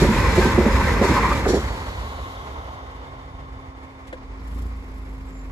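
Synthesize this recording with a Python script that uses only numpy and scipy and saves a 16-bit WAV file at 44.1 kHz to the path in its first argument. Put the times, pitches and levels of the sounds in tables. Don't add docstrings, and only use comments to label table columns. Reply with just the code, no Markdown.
import sys
import numpy as np
from scipy import signal
from scipy.fft import rfft, irfft
from scipy.io import wavfile
from scipy.ndimage import uniform_filter1d

SR = 44100
rng = np.random.default_rng(int(sys.argv[2]) if len(sys.argv) > 2 else 0)


def unload_audio(sound):
    columns = np.transpose(np.atleast_2d(sound))
    steps = np.round(np.clip(columns, -1, 1) * 32767)
    wavfile.write(sys.argv[1], SR, steps.astype(np.int16))


N = 242991
TIME = np.arange(N) / SR
FREQS = np.maximum(np.fft.rfftfreq(N, 1 / SR), 1)

TRACK_DISTANCE_M, TRAIN_M_PER_S, SOUND_M_PER_S = 26, 34.3, 343
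TAIL_S = 1.271
DOWN_LINE_LAG_MS, CAR_LAG_MS = 0.32, -0.23

# (frequency [Hz], share [0..1])
DIRECT_SHARE = [(100, 0.94), (600, 0.8), (1200, 0.62), (2100, 0.26), (3000, 0.18), (5000, 0.1), (8000, 0)]
# (frequency [Hz], likeness [-1..1])
PORT_LIKENESS = [(100, 0.97), (500, 0.03), (1500, -0.29), (3300, -0.49), (6000, 0.05), (7300, 0.7),
                 (9100, -1), (11000, 0.96), (12100, 0.65), (13500, -0.85)]
# (frequency [Hz], relative density [dB])
GROUND_SPECTRUM = [(28, -53), (35, -18), (43, -5), (52, 1.5), (70, -0.5), (90, -8), (125, -13),
                   (170, -22.5), (400, -58)]
BOGIE_SPECTRUM = [(80, -14), (140, -6), (215, -1), (290, -6), (380, -7.5), (550, -6), (720, -22),
                  (1100, -26)]
NEAR_ROAR_SPECTRUM = [(450, -51), (720, -11), (900, 1.5), (1040, -2), (1300, -5.5), (1600, -6),
                      (2000, -3.5), (2380, -9), (2700, -13), (4000, -72)]
FAR_ROAR_SPECTRUM = [(300, -3), (500, -1), (750, -1.5), (900, 2), (1080, -4), (1300, -4), (1700, -11.5),
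                     (2200, -12), (2480, -33), (2850, -16.5), (3500, -18.5), (3850, -27), (4300, -22),
                     (5300, -22)]
HISS_SPECTRUM = [(2400, 2.5), (3000, 4), (3700, 4.5), (4500, -1), (6000, -3.5), (7400, -5.5), (9500, -12),
                 (12000, -12), (15500, -22.5)]
# (time [s], level [dB])
GROUND_LEVELS = [(0.0, -20.5), (0.6, -18.5), (1.35, -23.5), (1.85, -27.5), (2.05, -33), (2.5, -35),
                 (2.68, -37.5), (3.1, -40), (3.23, -44), (3.32, -37), (3.6, -39), (3.75, -44.5),
                 (4.2, -43.5), (5.5, -44)]
# (time [s], roar level [dB], hiss level [dB])
CARRIAGE_LEVELS = [(0.0, -25.5, -34.5), (0.11, -25.5, -37), (0.28, -23, -36.5), (0.45, -23.5, -34.5),
                   (0.555, -26, -39), (0.70, -26, -38.5), (0.86, -25, -37), (1.004, -25.5, -42),
                   (1.05, -22.5, -36), (1.182, -23, -38.5), (1.375, -25.5, -39), (1.43, -28, -44),
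                   (1.65, -30, -45.5), (2.25, -29.8, -45), (2.7, -25.5, -46.5), (3.9, -18.5, -51)]
# (frequency [Hz], width [Hz], relative level [dB])
ROLLING_NOTES = [(957, 34, -4), (1044, 30, -3), (1199, 29, -10.5), (1547, 22, -6.5), (1750, 20, -12.5),
                 (2005, 18, -8.5), (2350, 18, -9.5), (4160, 31, -21.5), (4350, 28, -18.5), (5050, 30, -19),
                 (5300, 38, -23)]
# (frequency [Hz], gain [dB])
FAR_HISS_EQ = [(3000, 2), (5200, -4.5), (6600, -1.5), (7600, -5), (11000, 0.5)]
# (frequency [Hz], relative density [dB])
AIR_SPECTRUM = [(30, -33), (48, -10.5), (75, -6), (160, -18.5), (440, -17), (620, -21.5), (830, -19),
                (1050, -18.5), (1550, -29), (2100, -21.5), (2800, -34), (7400, -45.5), (11500, -52),
                (15500, -66)]
# (time [s], level [dB])
SCRAPE_HITS = [(0.012, -32), (0.421, -39), (1.047, -35), (1.086, -36), (1.336, -51), (1.49, -28.5),
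               (1.548, -33.5)]
# (time [s],
# knock level [dB], thud level [dB], delay to second strike [s], second strike gain [dB])
AXLE_HITS = [(0.019, -16.5, -15, 0.028, -2.5), (0.088, -25.5, -18, 0.026, -4.5),
             (0.378, -12, -22, 0.02, -11), (0.451, -20, -19.5, 0.016, -1.5),
             (0.582, -12.5, -15, 0.021, -10.5), (0.654, -19.5, -15, 0.022, -14),
             (1.015, -14.5, -22.5, 0.028, -5), (1.098, -21.5, -16.5, 0.023, -6),
             (1.462, -17.5, -26, 0.026, 0), (1.535, -14.5, -22.5, 0.03, -6.5)]
# (frequency [Hz], width [Hz], gain [dB])
SCRAPE_MODES = [(1630, 200, 7.5), (3600, 630, -5), (4360, 780, 0.5), (5500, 420, 2), (6800, 330, 0),
                (10800, 1200, -6)]
RAIL_MODES = [(377, 76, 24), (463, 73, -17), (560, 31, -3)]
BOGIE_MODES = [(171, 46, -6.5), (216.4, 28, 9.5)]
# (peak time [s], half length [s], frequency [Hz], width [Hz], level [dB])
FLANGE_GRAZES = [(0.22, 0.098, 2334, 170, -34.5), (0.79, 0.051, 992, 110, -26.5),
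                 (0.889, 0.027, 1880, 170, -28.5), (1.164, 0.025, 2154, 200, -31),
                 (1.175, 0.029, 1067, 140, -19.5), (1.238, 0.011, 1950, 240, -25),
                 (1.253, 0.034, 1082, 140, -23.5), (1.322, 0.017, 1160, 140, -23),
                 (1.385, 0.013, 1003, 60, -26)]
# (far-off frequency [Hz], width [Hz], peak level [dB], fall [dB/s])
SINGING_NOTES = [(1060, 38, -42, 5), (2070, 58, -52.5, 11), (3600, 49, -59, 6.5), (3840, 34, -58.5, 22),
                 (4170, 73, -69, 10)]
# (start [s], end [s], start frequency [Hz], end frequency [Hz], width [Hz], start level [dB])
HISS_BANDS = [(1.4, 2.364, 7230, 7050, 200, -57), (1.58, 2.292, 4500, 4260, 220, -50.5),
              (2.15, 3.156, 3400, 3010, 180, -55.5), (2.3, 3.102, 5860, 6330, 330, -64)]
# (time [s], level [dB])
STARTER_CLICKS = [(3.831, -59), (4.072, -52), (4.078, -54), (4.128, -48)]
# (frequency [Hz], relative density [dB])
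CLICK_SPECTRUM = [(1000, -7), (3300, 7), (5000, -4), (7500, -1), (11500, -7), (14000, -22)]
# (frequency [Hz], width [Hz], gain [dB])
PINION_MODES = [(345, 72, 9), (502, 60, 18.5), (950, 120, -8), (1580, 160, 7), (3300, 280, -29)]
# (time [s], firing rate [Hz], exhaust level before trim [dB])
ENGINE_RUN = [(4.12, 29, -50.5), (4.204, 38.5, -48), (4.3, 48.2, -41), (4.40, 54, -39),
              (4.562, 55.6, -28.5), (4.654, 58.5, -28), (4.81, 54.3, -34.5), (5.164, 51, -35),
              (5.5, 47, -35.5)]
# (multiple of the firing rate [ratio], relative level [dB])
EXHAUST_ORDERS = [(.5, -21), (1, -0.5), (1.5, -14), (2, -25), (2.5, -35), (3, -24.5), (3.5, -24.5),
                  (4, -26.5)]
# (frequency [Hz], relative density [dB])
BLOCK_SPECTRUM = [(70, 4.5), (170, 1), (300, -5), (450, -5.5), (750, -25), (1050, -11), (1500, -12),
                  (2100, -21), (3000, -26.5), (6000, -25)]
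CLATTER_SPECTRUM = [(1000, -9), (2200, 3), (3200, 5.5), (4200, -2), (5200, -2), (6300, -5), (7500, 2),
                    (9000, -6), (11500, 1), (15500, -12)]
# (time [s], level [dB])
MOUNT_JOLTS = [(4.558, -36.5), (4.624, -45), (4.652, -39)]
# (frequency [Hz], width [Hz], gain [dB])
MOUNT_MODES = [(160, 70, 3), (240, 70, 18), (330, 70, -9)]
# (time [s], frequency [Hz], level [dB])
BIRD_CALL = [(5.265, 7350, -78), (5.29, 7740, -61), (5.315, 7290, -71), (5.328, 7160, -61),
             (5.36, 7230, -57), (5.39, 7200, -59), (5.445, 7190, -65), (5.47, 7190, -83)]


def from_db(db):
    return 10 ** (np.asarray(db) / 20)


def unit_rms(x):
    return x / np.sqrt(np.mean(x ** 2) + 1e-20)


def over_time(rows):
    times, *columns = np.transpose(rows)
    return [np.interp(TIME, times, column) for column in columns]


def over_hz(points):
    hz, value = np.transpose(points)
    return np.interp(np.log(FREQS), np.log(hz), value)


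def ramp(start_s, length_s):
    return np.clip((TIME - start_s) / length_s, 0, 1)


def bump(centre_s, width_s):
    return np.exp(-((TIME - centre_s) / width_s) ** 2)


def drift(rate_hz):
    coarse = np.linspace(0, TIME[-1], 16384)
    hz = np.fft.rfftfreq(len(coarse), coarse[1])
    smoothed = irfft(rfft(rng.standard_normal(len(coarse))) / (1 + (hz / rate_hz) ** 2))
    return np.interp(TIME, coarse, unit_rms(smoothed))


def at_mic(x, lag_ms, pan_db):
    channels = [np.interp(TIME - side * lag_ms / 2000, TIME, x) for side in (1, -1)]
    return np.array(channels) * from_db(np.array([[.5], [-.5]]) * pan_db)


def outdoor_noise(spectrum, lag_ms, flutter_db, flutter_hz, pan_db, remoteness=1):
    skirts = (1 + (spectrum[0][0] / FREQS) ** 4) * (1 + (FREQS / spectrum[-1][0]) ** 8)
    straight, mid, side = rfft(rng.standard_normal((3, N))) * from_db(over_hz(spectrum)) / skirts
    share = np.clip(over_hz(DIRECT_SHARE), .001, 1) ** remoteness
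    alike = np.clip(over_hz(PORT_LIKENESS), -1, 1)
    diffuse = mid * np.sqrt((1 + alike) / 2) + side * np.sqrt((1 - alike) / 2) * [[1], [-1]]
    direct = at_mic(irfft(straight * np.sqrt(share), N), lag_ms, pan_db)
    scattered = irfft(diffuse * np.sqrt(1 - share), N)
    return unit_rms((direct + scattered) * from_db(flutter_db * drift(flutter_hz)))


def evened(x, seconds):
    return x / np.sqrt(uniform_filter1d(np.mean(x ** 2, axis=0), int(seconds * SR)) + 1e-9)


def rough_tone(hz, width_hz):
    phase = 2 * np.pi * np.cumsum(hz * np.ones(N)) / SR
    return drift(width_hz) * np.cos(phase) + drift(width_hz) * np.sin(phase)


def ringing(notes, swell_db, wander):
    return sum(from_db(db + swell_db * drift(5.4)) * rough_tone(hz * (1 + wander * drift(4.046)), width)
               for hz, width, db in notes)


def resonate(x, modes):
    out = 0
    for hz, width, db in modes:
        radius = np.exp(-np.pi * width / SR)
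        poles = [1, -2 * radius * np.cos(2 * np.pi * hz / SR), radius ** 2]
        out = out + from_db(db) * signal.lfilter([1 - radius, 0, radius - 1], poles, x)
    return out


def blows(times, levels_db, modes, rise_s, decay_s, cutoff_hz):
    out, age = np.zeros(N + SR), np.arange(SR // 3) / SR
    lowpass = signal.butter(4, cutoff_hz, fs=SR, output="sos")
    contact = (1 - np.exp(-age / rise_s)) * np.exp(-age / decay_s)
    for time_s, db in zip(times, levels_db):
        ring = signal.sosfilt(lowpass, resonate(contact * rng.standard_normal(len(age)), modes))
        loudest = np.sqrt(uniform_filter1d(ring ** 2, size=660).max())
        start = max(int((time_s - rise_s) * SR), 0)
        out[start:start + len(age)] += from_db(db) * ring / loudest
    return out[:N]


def receding(gone_m, reach_m, loss_db_per_m):
    return from_db(-loss_db_per_m * gone_m) / np.hypot(1, gone_m / reach_m)


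def train_rumble(gone_m, lag_ms):
    ground_db, = over_time(GROUND_LEVELS)
    ground = outdoor_noise(GROUND_SPECTRUM, lag_ms, flutter_db=-3, flutter_hz=2, pan_db=-1.5)
    bogies = outdoor_noise(BOGIE_SPECTRUM, lag_ms, flutter_db=-1, flutter_hz=7.1, pan_db=-0.5)
    bogie_gain = from_db(-24.5) * receding(gone_m, reach_m=5.9, loss_db_per_m=0.26)
    return evened(ground, seconds=0.32) * from_db(ground_db) + evened(bogies, seconds=0.031) * bogie_gain


def train_roar(gone_m, lag_ms):
    roar_db, hiss_db = over_time(CARRIAGE_LEVELS)
    far = 1 - np.exp(-(gone_m / 23) ** 2)
    near_roar = outdoor_noise(NEAR_ROAR_SPECTRUM, lag_ms, flutter_db=1.53, flutter_hz=28,
                              pan_db=1, remoteness=0.68)
    wheel_ring = ringing(ROLLING_NOTES, swell_db=3, wander=0.009)
    near_roar += at_mic(wheel_ring, lag_ms, pan_db=0.5) * from_db(-9.5)
    far_roar = outdoor_noise(FAR_ROAR_SPECTRUM, lag_ms, flutter_db=1.6, flutter_hz=30,
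                             pan_db=-2.5, remoteness=0.88)
    roar = np.sqrt(1 - far) * near_roar * from_db(-0.52) + np.sqrt(far) * far_roar * from_db(4.5)
    roar *= from_db(roar_db) * receding(gone_m, reach_m=29.7, loss_db_per_m=0.27)
    near_hiss = outdoor_noise(HISS_SPECTRUM, lag_ms, flutter_db=1.02, flutter_hz=18, pan_db=-2)
    far_hiss = irfft(rfft(near_hiss) * from_db(over_hz(FAR_HISS_EQ)), N)
    hiss = (1 - far) * near_hiss + far * far_hiss
    rail_borne = 1 / (1 + (gone_m / 31.4) ** 2.93)
    return roar + hiss * from_db(hiss_db + 3) * rail_borne


def country_air():
    return from_db(-44.5) * outdoor_noise(AIR_SPECTRUM, 0.14, flutter_db=1.5, flutter_hz=17, pan_db=-6.5)


def barrier_hum(hum_hz=265.3, swell_from_s=2.92, swell_db_per_s=2.5):
    phase = 2 * np.pi * np.cumsum(hum_hz * (1 + 0.0028 * drift(5.4))) / SR
    note = np.sin(phase) + from_db(-21) * np.sin(2 * phase) + from_db(-19) * np.sin(4 * phase)
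    level_db = -51 + swell_db_per_s * np.maximum(TIME - swell_from_s, 0) + 0.66 * drift(4.8)
    return at_mic(np.sqrt(2) * note * from_db(level_db), lag_ms=0.02, pan_db=2)


def wheel_scrapes():
    times, levels_db = np.transpose(SCRAPE_HITS)
    return np.array([blows(times, levels_db, SCRAPE_MODES, rise_s=0.012, decay_s=0.031, cutoff_hz=10100)
                     for channel in range(2)])


def axle_thumps(lag_ms):
    strike_s, knock_db, thud_db, second_strike_s, second_strike_db = np.transpose(AXLE_HITS)
    times = np.concatenate([strike_s, strike_s + second_strike_s])
    knock_db = np.concatenate([knock_db, knock_db + second_strike_db])
    thud_db = np.concatenate([thud_db, thud_db + second_strike_db])
    knocks = blows(times, knock_db, RAIL_MODES, rise_s=0.00599, decay_s=0.016, cutoff_hz=810)
    thuds = blows(times, thud_db, BOGIE_MODES, rise_s=0.004, decay_s=0.012, cutoff_hz=446)
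    return at_mic(knocks + thuds, lag_ms, pan_db=-2)


def flange_cries(lag_ms, sag_per_s=0.4):
    cries = 0
    for peak_s, half_s, hz, width, db in FLANGE_GRAZES:
        sinking_hz = hz * (1 - sag_per_s * np.clip(TIME - peak_s, -.5, .5))
        cries += rough_tone(sinking_hz, width) * bump(peak_s, half_s) * from_db(db)
    return at_mic(cries, lag_ms, pan_db=-1)


def wheel_singing(away_m_per_s, lag_ms, peak_s=2.14, rise_db_per_s=12):
    doppler = (SOUND_M_PER_S + TRAIN_M_PER_S) / (SOUND_M_PER_S + away_m_per_s)
    since_peak = TIME - peak_s
    notes = [(hz * doppler, width, db + np.minimum(rise_db_per_s * since_peak, -fall * since_peak))
             for hz, width, db, fall in SINGING_NOTES]
    return at_mic(ringing(notes, swell_db=0.5, wander=0.002964), lag_ms, pan_db=3)


def gliding_hiss(fade_s=0.12, fall_db_per_s=14):
    out = 0
    for start, end, start_hz, end_hz, width, db in HISS_BANDS:
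        hz = start_hz + (end_hz - start_hz) * ramp(start, end - start)
        envelope = ramp(start, fade_s) * (1 - ramp(end - fade_s, fade_s))
        shared, left, right = (rough_tone(hz, width) for _ in range(3))
        band = (shared + np.array([left, right])) / np.sqrt(2)
        out += band * envelope * from_db(db - fall_db_per_s * (TIME - start))
    return out


def distant_boom(lag_ms):
    boom = rough_tone(hz=135, width_hz=10) * bump(centre_s=3.3, width_s=0.33)
    return at_mic(boom, lag_ms, pan_db=1) * from_db(-50.5)


def car_starter():
    times, click_db = np.transpose(STARTER_CLICKS)
    age = TIME - times[:, None]
    bursts = from_db(click_db)[:, None] * (age >= 0) * np.exp(-np.abs(age) / 0.014)
    noise = outdoor_noise(CLICK_SPECTRUM, CAR_LAG_MS, flutter_db=1, flutter_hz=450, pan_db=2)
    clunk = blows(times[-1:], [-31.5], PINION_MODES, rise_s=0.00206, decay_s=0.0098, cutoff_hz=3650)
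    return bursts.sum(0) * noise + at_mic(clunk, CAR_LAG_MS, pan_db=2)


def car_engine():
    firing_hz, exhaust_db = over_time(ENGINE_RUN)
    turning, caught = ramp(start_s=4.13, length_s=0.022), ramp(start_s=4.33, length_s=0.14)
    flare = bump(centre_s=4.57, width_s=0.12)
    phase = 2 * np.pi * np.cumsum(firing_hz * (1 + 0.0053 * drift(22))) / SR
    tones = sum(from_db(db + drift(3.3)) * np.sin(order * phase + rng.uniform(0, 2 * np.pi))
                for order, db in EXHAUST_ORDERS)
    exhaust_gain = from_db(exhaust_db + 1.1 + drift(20))
    exhaust = at_mic(np.sqrt(2) * tones * exhaust_gain, CAR_LAG_MS, pan_db=-1)
    block = outdoor_noise(BLOCK_SPECTRUM, CAR_LAG_MS, flutter_db=1.3, flutter_hz=26,
                          pan_db=4, remoteness=0.36)
    clatter = outdoor_noise(CLATTER_SPECTRUM, CAR_LAG_MS, flutter_db=2, flutter_hz=55,
                            pan_db=-1, remoteness=0.84)
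    throb_db = (-2.5 + 3.9 * flare) * np.cos(phase)
    tick_db = (2.1 + 3 * flare) * np.cos(phase / 2 + 0.35 * drift(18)) + 0.71 * drift(25)
    block *= from_db(-48.5 + 4 * flare + throb_db)
    clatter *= from_db(-65 + 8 * flare + tick_db)
    return turning * (exhaust + block) + caught * clatter


def mount_knocks():
    knocks = blows(*np.transpose(MOUNT_JOLTS), MOUNT_MODES, rise_s=0.0022, decay_s=0.007, cutoff_hz=600)
    return at_mic(knocks, CAR_LAG_MS, pan_db=0)


def bird():
    hz, db = over_time(BIRD_CALL)
    calling = (TIME > BIRD_CALL[0][0]) & (TIME < BIRD_CALL[-1][0])
    whistle = np.sin(2 * np.pi * np.cumsum(hz * (1 + 0.00499 * drift(157))) / SR)
    return at_mic(whistle * calling * from_db(db + 2.5 * drift(70)), lag_ms=0, pan_db=-2)


def scene():
    gone_m = TRAIN_M_PER_S * np.maximum(TIME - TAIL_S, 0)
    bearing_sine = gone_m / np.hypot(gone_m, TRACK_DISTANCE_M)
    lag_ms = DOWN_LINE_LAG_MS * bearing_sine
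    return (train_rumble(gone_m, lag_ms) + train_roar(gone_m, lag_ms) + country_air() + barrier_hum()
            + wheel_scrapes() + axle_thumps(lag_ms) + flange_cries(lag_ms)
            + wheel_singing(TRAIN_M_PER_S * bearing_sine, lag_ms) + gliding_hiss() + distant_boom(lag_ms)
            + car_starter() + car_engine() + mount_knocks() + bird())


def record(dry):
    rounded = dry / (1 + (dry / .92) ** 8) ** (1 / 8)
    return signal.sosfilt(signal.ellip(10, .1, 80, 15800, fs=SR, output="sos"), rounded)


dry = scene()
out = record(dry)
unload_audio(out)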